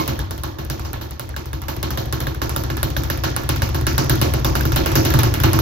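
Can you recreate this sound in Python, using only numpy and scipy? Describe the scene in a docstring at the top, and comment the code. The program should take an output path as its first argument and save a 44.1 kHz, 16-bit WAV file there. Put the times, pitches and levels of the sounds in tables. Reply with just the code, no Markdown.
"""In a small gym, a leather speed bag is punched in a quickening roll under a wall-mounted platform. A fist
meets the bag about halfway between rebounds, with a slap, a knock and a push through the swivel. On the board
the bag gives a noise-burst crack, a damped knock, a thud and a decaying noise clatter, and excites the low
modes of the platform. Snap, clatter and boom follow the boxer's effort. A bracket clangs once at the start, and
now and then a brief high ring sounds."""
import sys
import numpy as np
from scipy import signal
from scipy.fft import rfft, irfft, next_fast_len
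from scipy.io import wavfile

SR = 44100
rng = np.random.default_rng(int(sys.argv[2]) if len(sys.argv) > 2 else 0)


def persist_wave(psi):
    """Save psi, clipped to +-1, as 16-bit WAV."""
    counts = np.round(np.clip(psi, -1, 1) * 32767).astype(np.int16)
    wavfile.write(sys.argv[1], SR, np.atleast_2d(counts).T)


N = 247401
LEAD = 4410  # samples of run-in before time zero
SPAN = next_fast_len(N + LEAD + SR // 2)

# drive on the bag, which sags, then builds as the roll quickens: (time [s], level [dB])
EFFORT = [(0, 1.5), (0.35, -5), (1.2, -9), (2.1, -3.5), (3.3, -2), (4.1, 2.5), (4.45, -1), (5.6, 7)]
# bag meets board: (time [s], clatter accent over effort [dB], extra leather snap, high when flat [dB],
# weight of the boom over effort [dB], strength of the knock [dB])
REBOUNDS = [(-0.02, -0.5, 0, -6.5, -9), (0.0768, -2, 3.5, -1, -12), (0.308, -3.5, -0.5, -8.5, -8),
            (0.4343, 0, 3.5, 1, -15), (0.5849, -3.5, -17, 1, -14), (0.699, 1, 7.5, 3.5, -6),
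            (0.848, -2, -39, -5, -21), (1.011, -2, -15, -1, -14), (1.195, 1, 6, 0, -6.5),
            (1.363, 1, 5, 0.5, -7.5), (1.5304, -4.5, -2, 3.5, -6), (1.6821, 2, -1, 1.5, -8),
            (1.8281, 2, 9, 2.5, -9), (1.9735, 2.5, 0, -0.5, -3.5), (2.125, 1, 9, 1, -7.5),
            (2.2683, -4.5, -3, 3, -2.5), (2.416, 2, -9, -0.5, 1), (2.5615, 0, 4, -0.5, 0.5),
            (2.7, -4, -10, 2.5, 0), (2.8292, 2, 9.5, 1.5, 3.5), (2.9646, -1, -4, 2.5, 3.5),
            (3.1, 1, 5.5, 2, -1.5), (3.2357, 3.5, -5, -0.5, -4.5), (3.3631, -1, 7, -2.5, -1.5),
            (3.4901, 1, 9.5, 2, 0), (3.619, 0.5, -3, -4.5, 5.5), (3.7449, -2.5, -8, 1, -3.5),
            (3.8666, 1, 3.5, 1, 3), (3.9791, 2, 5.5, 1.5, 5), (4.0953, 1.5, 6.5, 1, 3.5),
            (4.2139, 3, 6.5, 3, -1), (4.337, -2, 2.5, 0.5, 2), (4.4456, 4, 4, 4.5, 1.5),
            (4.5524, 2.5, 5, 0.5, 1), (4.652, -3.5, -1.5, 3, -1), (4.7597, 4, 2, 2.5, -8),
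            (4.859, 0.5, 1, -2.5, 0), (4.954, 4.5, 6, 2.5, 4.5), (5.0496, -1, 0, 0, -7),
            (5.1383, -2, -5, 3.5, 3), (5.2324, -3, 2, -3.5, 2.5), (5.3393, -6.5, 2, -10.5, 1),
            (5.4351, 0, -2, 2, -7), (5.5313, -4.5, 2, -3, -10)]
# fist meets bag, squarely or with a light touch: (time [s], slap level [dB])
PUNCHES = [(0.1909, 17.5), (0.3781, 11), (0.6489, 8.5), (0.795, 13.5), (0.9311, 17), (1.1082, 12),
           (1.291, 10.5), (1.457, 11.5), (1.6172, 13.5), (1.7651, 12), (1.9049, 19), (2.0575, 10),
           (2.203, 19.5), (2.3462, 12), (2.4936, 20), (2.6366, 16), (2.769, 17.5), (2.9021, 12.5),
           (3.035, 17.5), (3.1743, 12.5), (3.3004, 9), (3.4349, 13.5), (3.5603, 18), (3.6899, 12),
           (3.8113, 14), (3.93, 11), (4.0426, 14), (4.1557, 16.5), (4.277, 8), (4.397, 10), (4.4979, 11),
           (4.6092, 18.5), (4.7194, 21), (4.9171, 19.5), (5.1029, 21), (5.189, 24.5), (5.4009, 21.5),
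           (5.5891, 23.5)]
# brief rings near 1.6 kHz after some blows: (time [s], level [dB])
RINGS = [(1.342, -22), (3.1, -13), (4.608, -11.5)]

# spectrum of the leather on the board: (frequency [Hz], gain [dB])
SNAP_SPECTRUM = [(1000, -53), (4000, 1), (7000, -4.5), (9500, 11.5), (14500, -1.5)]
# spectrum of the fist on the leather: (frequency [Hz], gain [dB])
SLAP_SPECTRUM = [(300, -27), (1500, -8), (2600, -29.5), (6500, -24), (9500, -14), (14500, -16.5),
                 (16500, -29)]
# spectrum of the rattling rig: (frequency [Hz], gain [dB])
CLATTER_SPECTRUM = [(25, -9), (60, 21), (200, 4.5), (330, 10), (480, 2), (1000, 0), (2600, -5.5),
                    (6000, -6), (8500, -20.5), (14000, -8), (16500, -29)]
# share of the clatter that repeats from rebound to rebound: (frequency [Hz], share [0-1])
REPEATED_SHARE = [(100, 0.22), (600, 0.81), (4000, 0.95), (12000, 0.07)]
# room reverberation: (frequency [Hz], 60 dB decay time [s])
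ROOM_T60 = [(300, 1), (1000, 0.77), (15000, 0.37)]

# ringing of the taut bag: (frequency [Hz], level [dB], 60 dB decay time [s])
BAG_MODES = [(545, -13, 0.028), (1493, -2, 0.0078), (3720, -7.5, 0.0067)]
# woody resonances of the board: (frequency [Hz], gain [dB])
BOARD_RESONANCES = [(538, 0), (770, 1), (913.7, 1.5), (1085, -1), (1374, -1.5), (1705, 2), (2880, -19)]
# low modes of platform, bracket and wall: (frequency [Hz], 60 dB decay time [s], signed coupling [ratio])
PLATFORM_MODES = [(63.3, 0.13, -1.48), (75.5, 0.42, 1), (94.17, 1, 0.4), (116.7, 0.63, 0.64),
                  (138.1, 0.22, -0.89), (147.1, 0.47, -0.22), (225.6, 0.91, 0.15), (254, 0.35, -0.13),
                  (287.3, 0.59, -0.21), (323.7, 0.83, 0.2), (334.3, 0.95, -0.15), (361, 0.82, 0.13)]
# modes of the bracket: (frequency [Hz], level [dB], 60 dB decay time [s])
BRACKET_MODES = [(322, 4.5, 0.22), (880, -3, 0.2), (1060, 0, 0.19), (2160, -5.5, 0.13)]

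# microphone pair, balance: (frequency [Hz], left minus right [dB])
PORT_BALANCE = [(60, 4), (130, 0), (380, 0), (600, -8), (950, -9), (1600, -5), (2400, 0)]
# microphone pair, correlation: (frequency [Hz], likeness [0-1])
PORT_LIKENESS = [(600, 0.83), (1100, 0.0059), (6500, 0.1), (8200, 0.98)]
# microphone pair, phase: (frequency [Hz], lead of left over right [rad])
PORT_PHASE = [(40, -.2), (130, -.55), (300, -1.1), (700, -2.6), (6500, -7.6), (9500, -9.5), (14000, -12.6)]

# levels at an effort of 0 dB, before each rebound's own offset
SNAP_DB, CLATTER_DB, BOOM_DB = -3.5, -16, -18
# a punch's knock and push grow with effort [dB per dB] up to this effort [dB], then level off
FULL_EFFORT_DB, GROWTH_PER_EFFORT = 1.2, 1.14
# reference level of all knocks, and of a punch's push at full effort
KNOCK_DB, SWIVEL_PUSH_DB = -7, -12
# knuckle knock against the slap [dB]; push per slap [dB per dB]
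KNUCKLE_DB, PUSH_PER_SLAP = -24, 0.092
KNOCK_ROUGHNESS = 0.45  # energy share of leather flutter in a knock
WOOD_Q = 79
ECHO_S = 0.0043
# delay and pitch of the thud; its levels against the boom strength of board and fist
THUD_LAG_S, THUD_HZ, BOARD_THUD_DB, FIST_THUD_DB = 0.00951, 307, -2.5, -7.5
CLANG_DB = -21.5
RING_HZ, RING_DECAY_S, RING_RISE_S = 1640, 0.003, 0.00045
CUTOFF_HZ = 16300


def from_db(db):
    """Amplitude ratio: 20 dB is a factor of ten."""
    return 10 ** (np.asarray(db) / 20)


def at_hz(points, hz):
    """Interpolation along a logarithmic frequency axis."""
    f, value = np.transpose(points)
    return np.interp(np.log(np.maximum(hz, 1)), np.log(f), value)


def filtered(x, response):
    """Linear filtering: the spectrum is multiplied by a response given as a function of Hz."""
    size = next_fast_len(x.shape[-1])
    spectrum = rfft(x, size) * response(np.fft.rfftfreq(size, 1 / SR))
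    return irfft(spectrum, size)[..., :x.shape[-1]]


def pair(a, b):
    """Partial coherence: mid and side mixtures of two unrelated signals set the likeness of left and right."""
    def likeness(hz):
        return np.clip(at_hz(PORT_LIKENESS, hz), 0, 1)
    mid = filtered(a, lambda hz: np.sqrt((1 + likeness(hz)) / 2))
    side = filtered(b, lambda hz: np.sqrt((1 - likeness(hz)) / 2))
    return np.array([mid + side, mid - side])


def placed(times, gains, shapes):
    """Superposition: one scaled shape per event is added on the time line."""
    out = np.zeros(SPAN)
    for s, gain, shape in zip(times, gains, shapes):
        start = LEAD + round(s * SR)
        out[start:start + len(shape)] += gain * shape[:SPAN - start]
    return out


def effort_db(times):
    """Linear interpolation of the drive level in time."""
    return np.interp(times, *np.transpose(EFFORT))


def rebounds():
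    """Snap, clatter and boom scale with the drive; rows of (time, snap dB, knock dB, clatter dB, boom dB)."""
    s, accent_db, flat_db, weight_db, knock_db = np.transpose(REBOUNDS)
    drive_db = effort_db(s)
    snap_db = SNAP_DB + drive_db + flat_db
    clatter_db = CLATTER_DB + drive_db + accent_db
    boom_db = BOOM_DB + drive_db + weight_db
    return np.column_stack([s, snap_db, knock_db, clatter_db, boom_db])


def bursts(count, decay_s, size=900):
    """Leather lands as a spray of tiny contacts: enveloped noise, new for each blow, of unit energy."""
    t = np.arange(size) / SR
    spray = rng.standard_normal((count, size)) * np.sqrt(t) * np.exp(-t / decay_s)
    return spray / np.linalg.norm(spray, axis=1, keepdims=True)


def leather_cracks(times, level_db, spectrum, decay_s):
    """A brief contact radiates a broadband burst, coloured here by the spectrum of the contact."""
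    near = pair(*[placed(times, from_db(level_db), bursts(len(times), decay_s)) for _ in range(2)])
    return filtered(near, lambda hz: from_db(at_hz(spectrum, hz)))


def knocks(times, level_db, pitch_scatter, scatter_db, size=1500):
    """A struck taut bag rings in damped modes; pitch and balance vary with how it lands."""
    t = np.arange(size) / SR
    out = 0
    for k, (hz, db, t60) in enumerate(BAG_MODES):
        pitch, strength = rng.standard_normal((len(times), 2)).T
        mode_hz = hz * np.exp(pitch_scatter * pitch[:, None])
        ring = np.sin(2 * np.pi * mode_hz * t) * np.exp(-np.log(1000) * t / t60)
        # leather flutter: the ring is re-excited by a spray of contacts
        flutter = signal.fftconvolve(ring, bursts(len(times), decay_s=0.0018), axes=1)[:, :size]
        ring = np.sqrt(1 - KNOCK_ROUGHNESS) * ring + np.sqrt(KNOCK_ROUGHNESS) * flutter
        gains = from_db(KNOCK_DB + level_db + db + scatter_db * strength)
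        out = out - (-1) ** k * placed(times, gains, ring)  # polarity alternates by mode
    return out


def woody(x):
    """Resonance: the direct sound is joined by the board's sharply tuned responses."""
    def response(hz):
        return 1 + sum(from_db(db) / (1 + 2j * WOOD_Q * (hz / centre - 1)) for centre, db in BOARD_RESONANCES)
    return 0.69 * filtered(x, response)


def reflected(x, echo_db):
    """A single reflection off the nearest surface adds a delayed, weaker copy."""
    return filtered(x, lambda hz: 1 + from_db(echo_db) * np.exp(-2j * np.pi * hz * ECHO_S))


def flicker(width_s, size=32):
    """Low-passed noise is a slow random wobble, here of spread 1 with bumps lasting about width_s."""
    coarse = rng.standard_normal(SPAN // size + 1)
    wobble = filtered(coarse, lambda hz: np.exp(-(hz * width_s / size) ** 2))
    return np.interp(np.arange(SPAN) / size, np.arange(len(wobble)), wobble / wobble.std())


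def clatter(board, fist, fist_db, fist_bright_db, sting, early, early_s, rise_s, variety_db, grain_s, grain_db,
            size=22000):
    """Blows excite rig and room; the decaying noise in each band is partly repeated, partly new."""
    t, hz = np.arange(size) / SR, np.fft.rfftfreq(SPAN, 1 / SR)
    white = rfft(rng.standard_normal((2, SPAN)))
    fresh, repeated = 0, 0
    edges = [0, 180, 450, 800, 1300, 2000, 3000, 4500, 7000, 11000, 22050]  # Hz
    for low, high in zip(edges, edges[1:]):
        centre = (low + high) / 2
        # separate rattles and reflections make each band lumpy
        lumps = from_db(grain_db * flicker(grain_s))
        lumps = lumps / np.sqrt(np.mean(lumps ** 2))
        band = white * (hz >= low) * (hz < high) * from_db(at_hz(CLATTER_SPECTRUM, hz))
        noise = irfft(band, SPAN) * lumps
        # dense early rattle, slower to build in the bass; the room's tail dies faster in the treble
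        buildup = 1 - np.exp(-t / (rise_s * (1 + 1000 / centre)))
        early_rattle = 1 + early * np.exp(-t / early_s)
        decay = buildup * early_rattle * from_db(-60 * t / at_hz(ROOM_T60, centre))
        # a fist excites the rig less than the board does; the sharper the slap, the brighter its tail
        bright_db = fist_bright_db + sting * (fist[:, 1] - fist[:, 1].mean())
        slap_db = fist[:, 1] + fist_db + bright_db * at_hz([(3000, 0.56), (12000, 1.0)], centre)
        slaps = from_db(slap_db + variety_db * rng.standard_normal(len(fist)))
        hits = from_db(board[:, 3] + variety_db * rng.standard_normal(len(board)))
        # the bag always lands on the same spot of the board, so that share of the answer repeats
        same = np.clip(at_hz(REPEATED_SHARE, centre), 0, 1)
        answer = noise[:, -size:] * decay
        answer *= noise.std() * np.linalg.norm(decay) / np.linalg.norm(answer, axis=1, keepdims=True)
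        impulses = placed(board[:, 0], np.sqrt(same) * hits, np.ones((len(hits), 1)))
        repeated = repeated + rfft(answer, SPAN) * rfft(impulses)
        # unrelated answers add in power
        times = np.r_[board[:, 0], fist[:, 0]]
        powers = np.r_[(1 - same) * hits ** 2, slaps ** 2]
        fresh = fresh + noise * np.sqrt(placed(times, powers, [decay ** 2] * len(times)))
    return pair(*(fresh + irfft(repeated, SPAN)))


def boom(board, fist, board_lag_s, fist_lag_s, soft_hz, scatter_db, hardening):
    """Forced damped modes: the squashing bag drives the platform, a fist more softly through the swivel."""
    def pushes(rows, lag_s, hz):
        level_db = rows[:, -1]
        # a harder blow is a shorter contact: it favours the higher modes
        tilt_db = hardening * (level_db - level_db.mean()) * np.clip(np.log2(hz / 95), -1, .5)
        strength = from_db(level_db + tilt_db + scatter_db * rng.standard_normal(len(rows)))
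        return placed(rows[:, 0] + lag_s, strength, np.ones((len(rows), 1)))

    out = 0
    soft = np.exp(-2 * np.pi * soft_hz / SR)
    for hz, t60, coupling in PLATFORM_MODES:
        fist_pushes = pushes(fist, fist_lag_s, hz) + 1e-18  # tiny offset keeps the filter state nonzero
        softened = signal.lfilter([(1 - soft) ** 2], [1, -2 * soft, soft ** 2], fist_pushes)
        force = pushes(board, board_lag_s, hz) + softened
        r, w = from_db(-60 / (t60 * SR)), 2 * np.pi * hz / SR  # decay and phase step per sample
        out = out + coupling * signal.lfilter([0, np.sin(w)], [1, -2 * r * np.cos(w), r * r], force)
    # the platform is too small to radiate the deepest bass
    return filtered(out, lambda hz: from_db(at_hz([(20, -40), (42, -1.0), (60, -1.5)], hz)))


def thuds(rows, gain_db, size=600):
    """Displaced air: one rounded pressure pulse is centred on the deepest squash of the bag."""
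    u = (np.pi * THUD_HZ * (np.arange(size) - size / 2) / SR) ** 2
    pulse = (1 - 2 * u) * np.exp(-u)
    starts = rows[:, 0] + THUD_LAG_S - size / 2 / SR
    return placed(starts, from_db(rows[:, -1] + gain_db), [pulse] * len(rows))


def clang(size=12000):
    """Free vibration: the steel bracket rings once at time zero as a sum of decaying modes."""
    t = np.arange(size) / SR
    ring = sum(from_db(db - 60 * t / t60) * np.sin(2 * np.pi * hz * t) for hz, db, t60 in BRACKET_MODES)
    return placed([0], [from_db(CLANG_DB)], [ring])


def shortfall_db(times):
    """Saturating growth: how far a gentle swing stays below a full one."""
    return GROWTH_PER_EFFORT * np.minimum(effort_db(times) - FULL_EFFORT_DB, 0)


def fist_contacts():
    """One impact excites leather and swivel together; rows of (time, slap dB, boom dB)."""
    s, slap_db = np.transpose(PUNCHES)
    push_db = SWIVEL_PUSH_DB + shortfall_db(s) + PUSH_PER_SLAP * (slap_db - slap_db.mean())
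    return np.column_stack([s, slap_db, push_db])


def rings(pitch_scatter=0.066, size=2500):
    """A short ring near 1.6 kHz: a brief tone swells and dies, its pitch varying from ring to ring."""
    s, level_db = np.transpose(RINGS)
    t = np.arange(size) / SR
    pitches = RING_HZ * (1 + pitch_scatter * rng.standard_normal((len(s), 1)))
    envelope = (1 - np.exp(-t / RING_RISE_S)) * np.exp(-t / RING_DECAY_S)
    return placed(s, from_db(level_db), np.sin(2 * np.pi * pitches * t) * envelope)


def scene():
    """Superposition of all sources, with level and phase differences between two close microphone ports."""
    board, fist = rebounds(), fist_contacts()
    snap = leather_cracks(board[:, 0] + 0.0012, board[:, 1], SNAP_SPECTRUM, decay_s=0.00011)
    slap = leather_cracks(fist[:, 0] + 0.0006, fist[:, 1], SLAP_SPECTRUM, decay_s=0.0004)
    knuckle_db = fist[:, 1] + KNUCKLE_DB + shortfall_db(fist[:, 0])
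    knock = knocks(np.r_[board[:, 0], fist[:, 0]] + 0.001179, np.r_[board[:, 2], knuckle_db],
                   pitch_scatter=0.056, scatter_db=1.6)
    rattle = clatter(board, fist, fist_db=-39.5, fist_bright_db=-3.5, sting=0.41, early=1.06, early_s=0.023,
                     rise_s=0.00077, variety_db=1.72, grain_s=0.0023, grain_db=3.0)
    low = boom(board, fist, board_lag_s=0.005814, fist_lag_s=0.00492, soft_hz=124,
               scatter_db=1.68, hardening=0.51)
    low = low + thuds(board, BOARD_THUD_DB) + thuds(fist, FIST_THUD_DB)
    contacts = reflected(snap + woody(knock + slap), echo_db=-17)
    mix = contacts + woody(rattle) + low + rings() + clang()
    sides = np.array([[.5], [-.5]])  # half of each difference to left, half to right

    def ports(hz):
        return from_db(sides * at_hz(PORT_BALANCE, hz)) * np.exp(1j * sides * at_hz(PORT_PHASE, hz))
    return filtered(mix, ports)[:, LEAD:LEAD + N]


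def record(dry):
    """Overload flattens peaks beyond full scale; a steep low-pass then removes the top of the treble."""
    overloaded = np.clip(dry, -1, 1)
    return signal.sosfilt(signal.ellip(10, .2, 80, CUTOFF_HZ, fs=SR, output="sos"), overloaded)


dry = scene()
out = record(dry)
persist_wave(out)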